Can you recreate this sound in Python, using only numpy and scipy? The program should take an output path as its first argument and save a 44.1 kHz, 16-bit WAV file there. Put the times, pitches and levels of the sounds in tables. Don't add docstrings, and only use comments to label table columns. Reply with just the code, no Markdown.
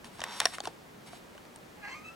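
import sys
import numpy as np
from scipy import signal
from scipy.fft import rfft, irfft
from scipy.io import wavfile
from scipy.ndimage import uniform_filter1d

SR = 44100
rng = np.random.default_rng(int(sys.argv[2]) if len(sys.argv) > 2 else 0)


def wav_record(signal):
    frames = np.transpose(np.atleast_2d(signal))
    bounded = np.clip(frames, -1, 1)
    quanta = np.round(bounded * 32767).astype(np.int16)
    wavfile.write(sys.argv[1], SR, quanta)


N = 94815

# (time [s], pitch [Hz], fundamental [dB], overtones [dB], roughness [0 = clean], mouth opening [0-1])
MEOW_GESTURE = [(1.77, 851, -56, -67, 0.41, .2), (1.822, 841, -66, -59, 0.31, .2),
                (1.834, 834, -57, -47, .35, 0), (1.856, 826.3, -47.5, -47.5, 0.9, .5),
                (1.869, 859, -58, -56, 1.23, .6), (1.884, 896, -49.5, -45, 1.1, 1),
                (1.897, 909, -60, -50, 1.1, 0.9), (1.906, 1035, -50, -53, 0.94, 1),
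                (1.931, 1050, -55.5, -44, 0.22, 1), (1.953, 1218, -48.5, -53, 0, 1),
                (1.995, 1235, -55.5, -59, 0.14, 1), (2.034, 1264, -62, -71, 0.2, 0.2),
                (2.047, 1292, -57.5, -52, .08, 0.76), (2.088, 1320, -64, -50, 0.1, 1),
                (2.115, 1335, -52.5, -80, 0, 0.25), (2.14, 1390, -78, -67, .2, 0.44)]
# (centre [Hz], width [Hz], gain [dB])
FORMANTS = [(1040, 450, 0.5), (1780, 290, 5), (2195, 300, 5.5), (2714, 150, 6), (3140, 260, -9),
            (4370, 480, -7), (5500, 580, -13.5), (6300, 370, -10.5), (7570, 1700, -17.5)]
# (time [s], contact length [s], knock [Hz], tick [Hz],
# knock band [dB], mid band [dB], high band [dB], top band [dB])
CONTACTS = [(0.0441, 0.0054, 1047, 4600, -48.5, -48.5, -53.5, -61),
            (.194, 0.0022, 920, 4000, -43, -53, -54, -64),
            (.205, 0.00031, 1040, 4800, -52, -44.5, -43.5, -68),
            (.217, 0.005, 700, 3360, -39.5, -39.5, -41.5, -67),
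            (.239, 0.005, 1090, 4600, -35.5, -31, -37.5, -41.5),
            (0.4023, 0.0013, 760, 4300, -42.5, -31, -26, -32.5),
            (0.4047, 0.0018, 1045, 4200, -30.5, -27.5, -31.5, -62),
            (0.4155, 0.0096, 874, 3740, -34, -32.5, -46, -53),
            (0.4553, 0.0038, 737, 5500, -27.5, -27.5, -21.5, -34),
            (.4580, 0.0013, 698, 5750, -35.5, -29.5, -29, -53),
            (0.4684, 0.0074, 700, 4330, -46, -36.5, -52, -49),
            (0.5836, 0.0023, 700, 1480, -42, -38.5, -49, -70),
            (.6037, 0.0016, 800, 4470, -38, -46, -38, -64), (0.637, 0.0063, 410, 3970, -46, -53, -57, -67),
            (0.6546, 0.0037, 1067, 4230, -37, -39.5, -42, -72),
            (0.6727, 0.0051, 901, 3330, -31, -39, -42.5, -55),
            (0.674, 0.013, 460, 3120, -41, -46.5, -64, -68),
            (1.1322, 0.0027, 700, 3370, -45.5, -55, -75, -64),
            (1.351, 0.0032, 630, 2400, -52.5, -59, -66, -78),
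            (1.378, 0.0046, 1620, 3040, -69, -52.5, -59.5, -80),
            (1.4526, .002, 910, 4460, -61, -58, -62, -70),
            (1.5605, .001, 930, 9900, -51.5, -53, -56.5, -52)]
# (low edge [Hz], high edge [Hz])
UPPER_BANDS = [(1100, 3000), (3000, 7000), (7000, 16500)]
# (pitch [Hz], ring time to -60 dB [s], gain [dB])
BODY_MODES = [(1190, 0.0086, -0.5), (1780, 0.0079, 12), (3660, 0.029, -6), (5570, 0.018, 1),
              (8836, 0.0042, 15.5), (15800, .008, -7)]
# (time [s], gain [dB], brightness [dB per octave])
SLIDE_GESTURE = [(.18, -51, 4), (.245, -49, -1), (.3, -42.5, 1.5), (.39, -43, 5), (.445, -39.5, 2),
                 (.49, -55, 9.5), (.53, -44.5, 2.5), (.575, -64, 11)]
# (centre [Hz], lift [dB])
SLIDE_PEAKS = [(965, 3.5), (1560, 2.5), (3700, 5.5), (5660, 11.5)]
# (peak time [s], rise [s], fall [s], level [dB])
BRUSH_STROKES = [(.048, 0.0043, 0.036, -52.5), (0.159, 0.043, 0.025, -57), (0.547, 0.012, 0.0089, -39.5),
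                 (0.639, 0.0073, 0.045, -48.5), (1.078, 0.017, 0.014, -52), (1.15, 0.05, 0.039, -54.5)]
# (frequency [Hz], gain [dB])
FIBRE_EQ = [(200, -7), (500, -5.5), (900, 2), (2000, -7.5), (3000, -8), (4200, -14.5), (9500, -22.5),
            (15000, -44)]
# (peak time [s], level [dB])
BUMPS = [(.05, -53.5), (.205, -53.5)]
# (frequency [Hz], side gain [dB])
DIRECT_WIDTH = [(350, -1), (700, -10), (2400, -2), (4400, -4), (14000, -18)]
# (frequency [Hz], side against mid [dB])
ECHO_WIDTH = [(150, 20.5), (500, -8), (6000, -6)]
# (frequency [Hz], gain [dB])
HUSH_EQ = [(15, -47), (25, -12.5), (190, 0), (420, -4), (695, -7), (16000, -30.5)]
# (frequency [Hz], side against mid [dB])
HUSH_WIDTH = [(100, -15.5), (300, -1.5), (2500, 0), (6000, -7.5), (12000, -17)]

MEOW_TRIM_DB, CLOSED_DB_PER_OCT, FLUTTER_HZ = -0.5, -17, 260
JITTER, DOUBLING_DB, SHIMMER_DB, RASP_DB = 0.0322, -0.5, 3.5, -2
CLICK_TRIM_DB, IMPACT_DB, CRACK_DB = -1, 2.5, -6
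CLICK_REF_S = .01
KNOCK_T60_S, KNOCK_DB, KNOCK_SPREAD = .025, 5, 1.565
TICK_T60_S, TICK_DB = .009, 8
GRAIN_DB, GRAIN_HZ, SLIDE_PEAK_WIDTH_HZ = 2, 930, 280
BUMP_SWELL_S, PORT_SMEAR_S, HUSH_DB = 0.03, 0.00047, -53.5
ROOM_T60_S, ROOM_GAP_S, ROOM_DULL_HZ = 0.3, 0.0056, 6940


def meow():
    pitch, fundamental_db, overtone_db, rough, mouth = curves(MEOW_GESTURE)
    phase = 2 * np.pi * np.cumsum(pitch * (1 + JITTER * rough * wander(FLUTTER_HZ))) / SR
    ratios = np.arange(3, 17)[:, None] / 2
    treble_octaves = np.log2(np.maximum(ratios * pitch / 2600, 1))
    gains = throat(ratios * pitch) * undb(CLOSED_DB_PER_OCT * (1 - mouth) * treble_octaves)
    gains *= np.where(ratios % 1 > 0, undb(DOUBLING_DB) * rough, 1)
    shimmer = undb(SHIMMER_DB * rough * np.array([wander(FLUTTER_HZ) for _ in ratios]))
    overtones = np.sum(gains * shimmer * np.sin(ratios * phase), axis=0)
    overtones /= np.sqrt(np.sum(gains ** 2, axis=0) / 2)
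    puffs = rng.standard_normal(N) * (1 + np.cos(phase))
    breath = irfft(rfft(puffs) * throat(np.fft.rfftfreq(N, 1 / SR) + 1), N)
    upper = overtones + unit(breath) * undb(RASP_DB) * rough
    voice = unit(np.sin(phase)) * undb(fundamental_db) + upper * undb(overtone_db)
    return undb(MEOW_TRIM_DB) * voice * gate(MEOW_GESTURE)


def throat(hz):
    peaks = (undb(db) / (1 + ((hz ** 2 - centre ** 2) / (hz * width)) ** 2)
             for centre, width, db in FORMANTS)
    return np.sqrt(sum(peak ** 2 for peak in peaks))


def handling_clicks():
    t = np.arange(SR // 12) / SR
    track = np.zeros(N + len(t))
    length_gain = np.sqrt(CLICK_REF_S / t[-1])
    for start, contact_s, knock_hz, tick_hz, *levels in CONTACTS:
        modes = BODY_MODES + [(knock_hz, KNOCK_T60_S, KNOCK_DB), (tick_hz, TICK_T60_S, TICK_DB)]
        ring = sum(undb(db) * np.sin(2 * np.pi * hz * t) * die_away(t, t60) for hz, t60, db in modes)
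        crunch = rng.standard_normal(len(t)) * np.exp(-2 * t / contact_s)
        push = unit(crunch) / np.sqrt(len(t)) + undb(IMPACT_DB) * (t == 0)
        crack = undb(CRACK_DB) * unit(band(crunch, lo_hz=700, hi_hz=7600, order=2))
        hit = unit(signal.fftconvolve(push, ring)[:len(t)]) + crack
        bands = [(knock_hz / KNOCK_SPREAD, knock_hz * KNOCK_SPREAD)] + UPPER_BANDS
        i = int(start * SR)
        for (lo, hi), db in zip(bands, levels):
            track[i:i + len(t)] += undb(db + CLICK_TRIM_DB) * unit(band(hit, lo, hi)) * length_gain
    return track[:N]


def cloth_slide():
    gain_db, brightness = curves(SLIDE_GESTURE)
    drag = fibres(brightness) * undb(gain_db) * gate(SLIDE_GESTURE)
    hz = np.fft.rfftfreq(N, 1 / SR)
    lift_db = sum(db / (1 + (2 * (hz - centre) / SLIDE_PEAK_WIDTH_HZ) ** 2)
                  for centre, db in SLIDE_PEAKS)
    return irfft(rfft(drag) * undb(lift_db), N)


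def cloth_brushes():
    t = np.arange(N) / SR
    swell = sum(undb(db) * np.exp(-((t - at) / np.where(t < at, rise, fall)) ** 2)
                for at, rise, fall, db in BRUSH_STROKES)
    return unit(fibres(db_per_octave=4)) * swell


def fibres(db_per_octave):
    grains = rng.standard_normal(N) * undb(GRAIN_DB * wander(GRAIN_HZ))
    rub = unit(colour(grains, FIBRE_EQ))
    edges_hz = 250 * 2. ** np.arange(7)
    return sum(band(rub, lo, hi) * undb(db_per_octave * np.log2(np.sqrt(lo * hi) / 3000))
               for lo, hi in zip(edges_hz, edges_hz[1:]))


def soft_bumps():
    t = np.arange(N) / SR
    swell = sum(undb(db) * np.exp(-((t - at) / BUMP_SWELL_S) ** 2) for at, db in BUMPS)
    return unit(band(rng.standard_normal(N), lo_hz=28, hi_hz=286, order=2)) * swell


def mic_ports(x):
    t = np.arange(SR // 100) / SR
    smear = unit(rng.standard_normal(len(t)) * np.exp(-t / PORT_SMEAR_S)) / np.sqrt(len(t))
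    side = irfft(rfft(x) * 1j * np.sqrt(2) * rfft(smear, N).real, N)
    return stereo(x, colour(side, DIRECT_WIDTH))


def bedroom(x, wet_db):
    t = np.arange(SR // 2) / SR
    mid, side = rng.standard_normal((2, len(t)))
    tail = stereo(mid, colour(side, ECHO_WIDTH)) * die_away(t, ROOM_T60_S) * (t > ROOM_GAP_S)
    tail = signal.lfilter(*signal.butter(1, ROOM_DULL_HZ, fs=SR), tail)
    tail = unit(tail) / np.sqrt(len(t))
    return mic_ports(x) + undb(wet_db) * signal.fftconvolve(x[None], tail, axes=1)[:, :N]


def room_hush():
    mid, side = (unit(colour(rng.standard_normal(N), HUSH_EQ)) for _ in range(2))
    return undb(HUSH_DB) * stereo(mid, colour(side, HUSH_WIDTH))


def undb(db):
    return 10 ** (np.asarray(db) / 20)


def unit(x):
    return x / np.sqrt(np.mean(x ** 2) + 1e-20)


def die_away(t, t60):
    return np.exp(-np.log(1000) * t / t60)


def band(x, lo_hz, hi_hz, order=3):
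    return signal.sosfilt(signal.butter(order, [lo_hz, hi_hz], "band", fs=SR, output="sos"), x)


def colour(x, points):
    hz, db = np.array(points, float).T
    f = np.maximum(np.fft.rfftfreq(len(x), 1 / SR), 1)
    return irfft(rfft(x) * undb(np.interp(np.log(f), np.log(hz), db)), len(x))


def wander(rate_hz):
    span = int(SR / rate_hz)
    return unit(uniform_filter1d(uniform_filter1d(rng.standard_normal(N), span), span))


def curves(gesture):
    times, *columns = np.array(gesture, float).T
    return [np.interp(np.arange(N) / SR, times, column) for column in columns]


def gate(gesture):
    t = np.arange(N) / SR
    return uniform_filter1d(1. * ((t > gesture[0][0]) & (t < gesture[-1][0] + .01)), size=400)


def stereo(mid, side):
    return np.array([mid + side, mid - side])


def scene():
    near = bedroom(handling_clicks(), wet_db=-19)
    near += bedroom(cloth_slide() + cloth_brushes(), wet_db=-7.5)
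    near += soft_bumps()
    return near + bedroom(meow(), wet_db=-3) + room_hush()


def record(dry):
    return signal.sosfilt(signal.ellip(8, .2, 70, 16000, fs=SR, output="sos"), dry)


dry = scene()
out = record(dry)
wav_record(out)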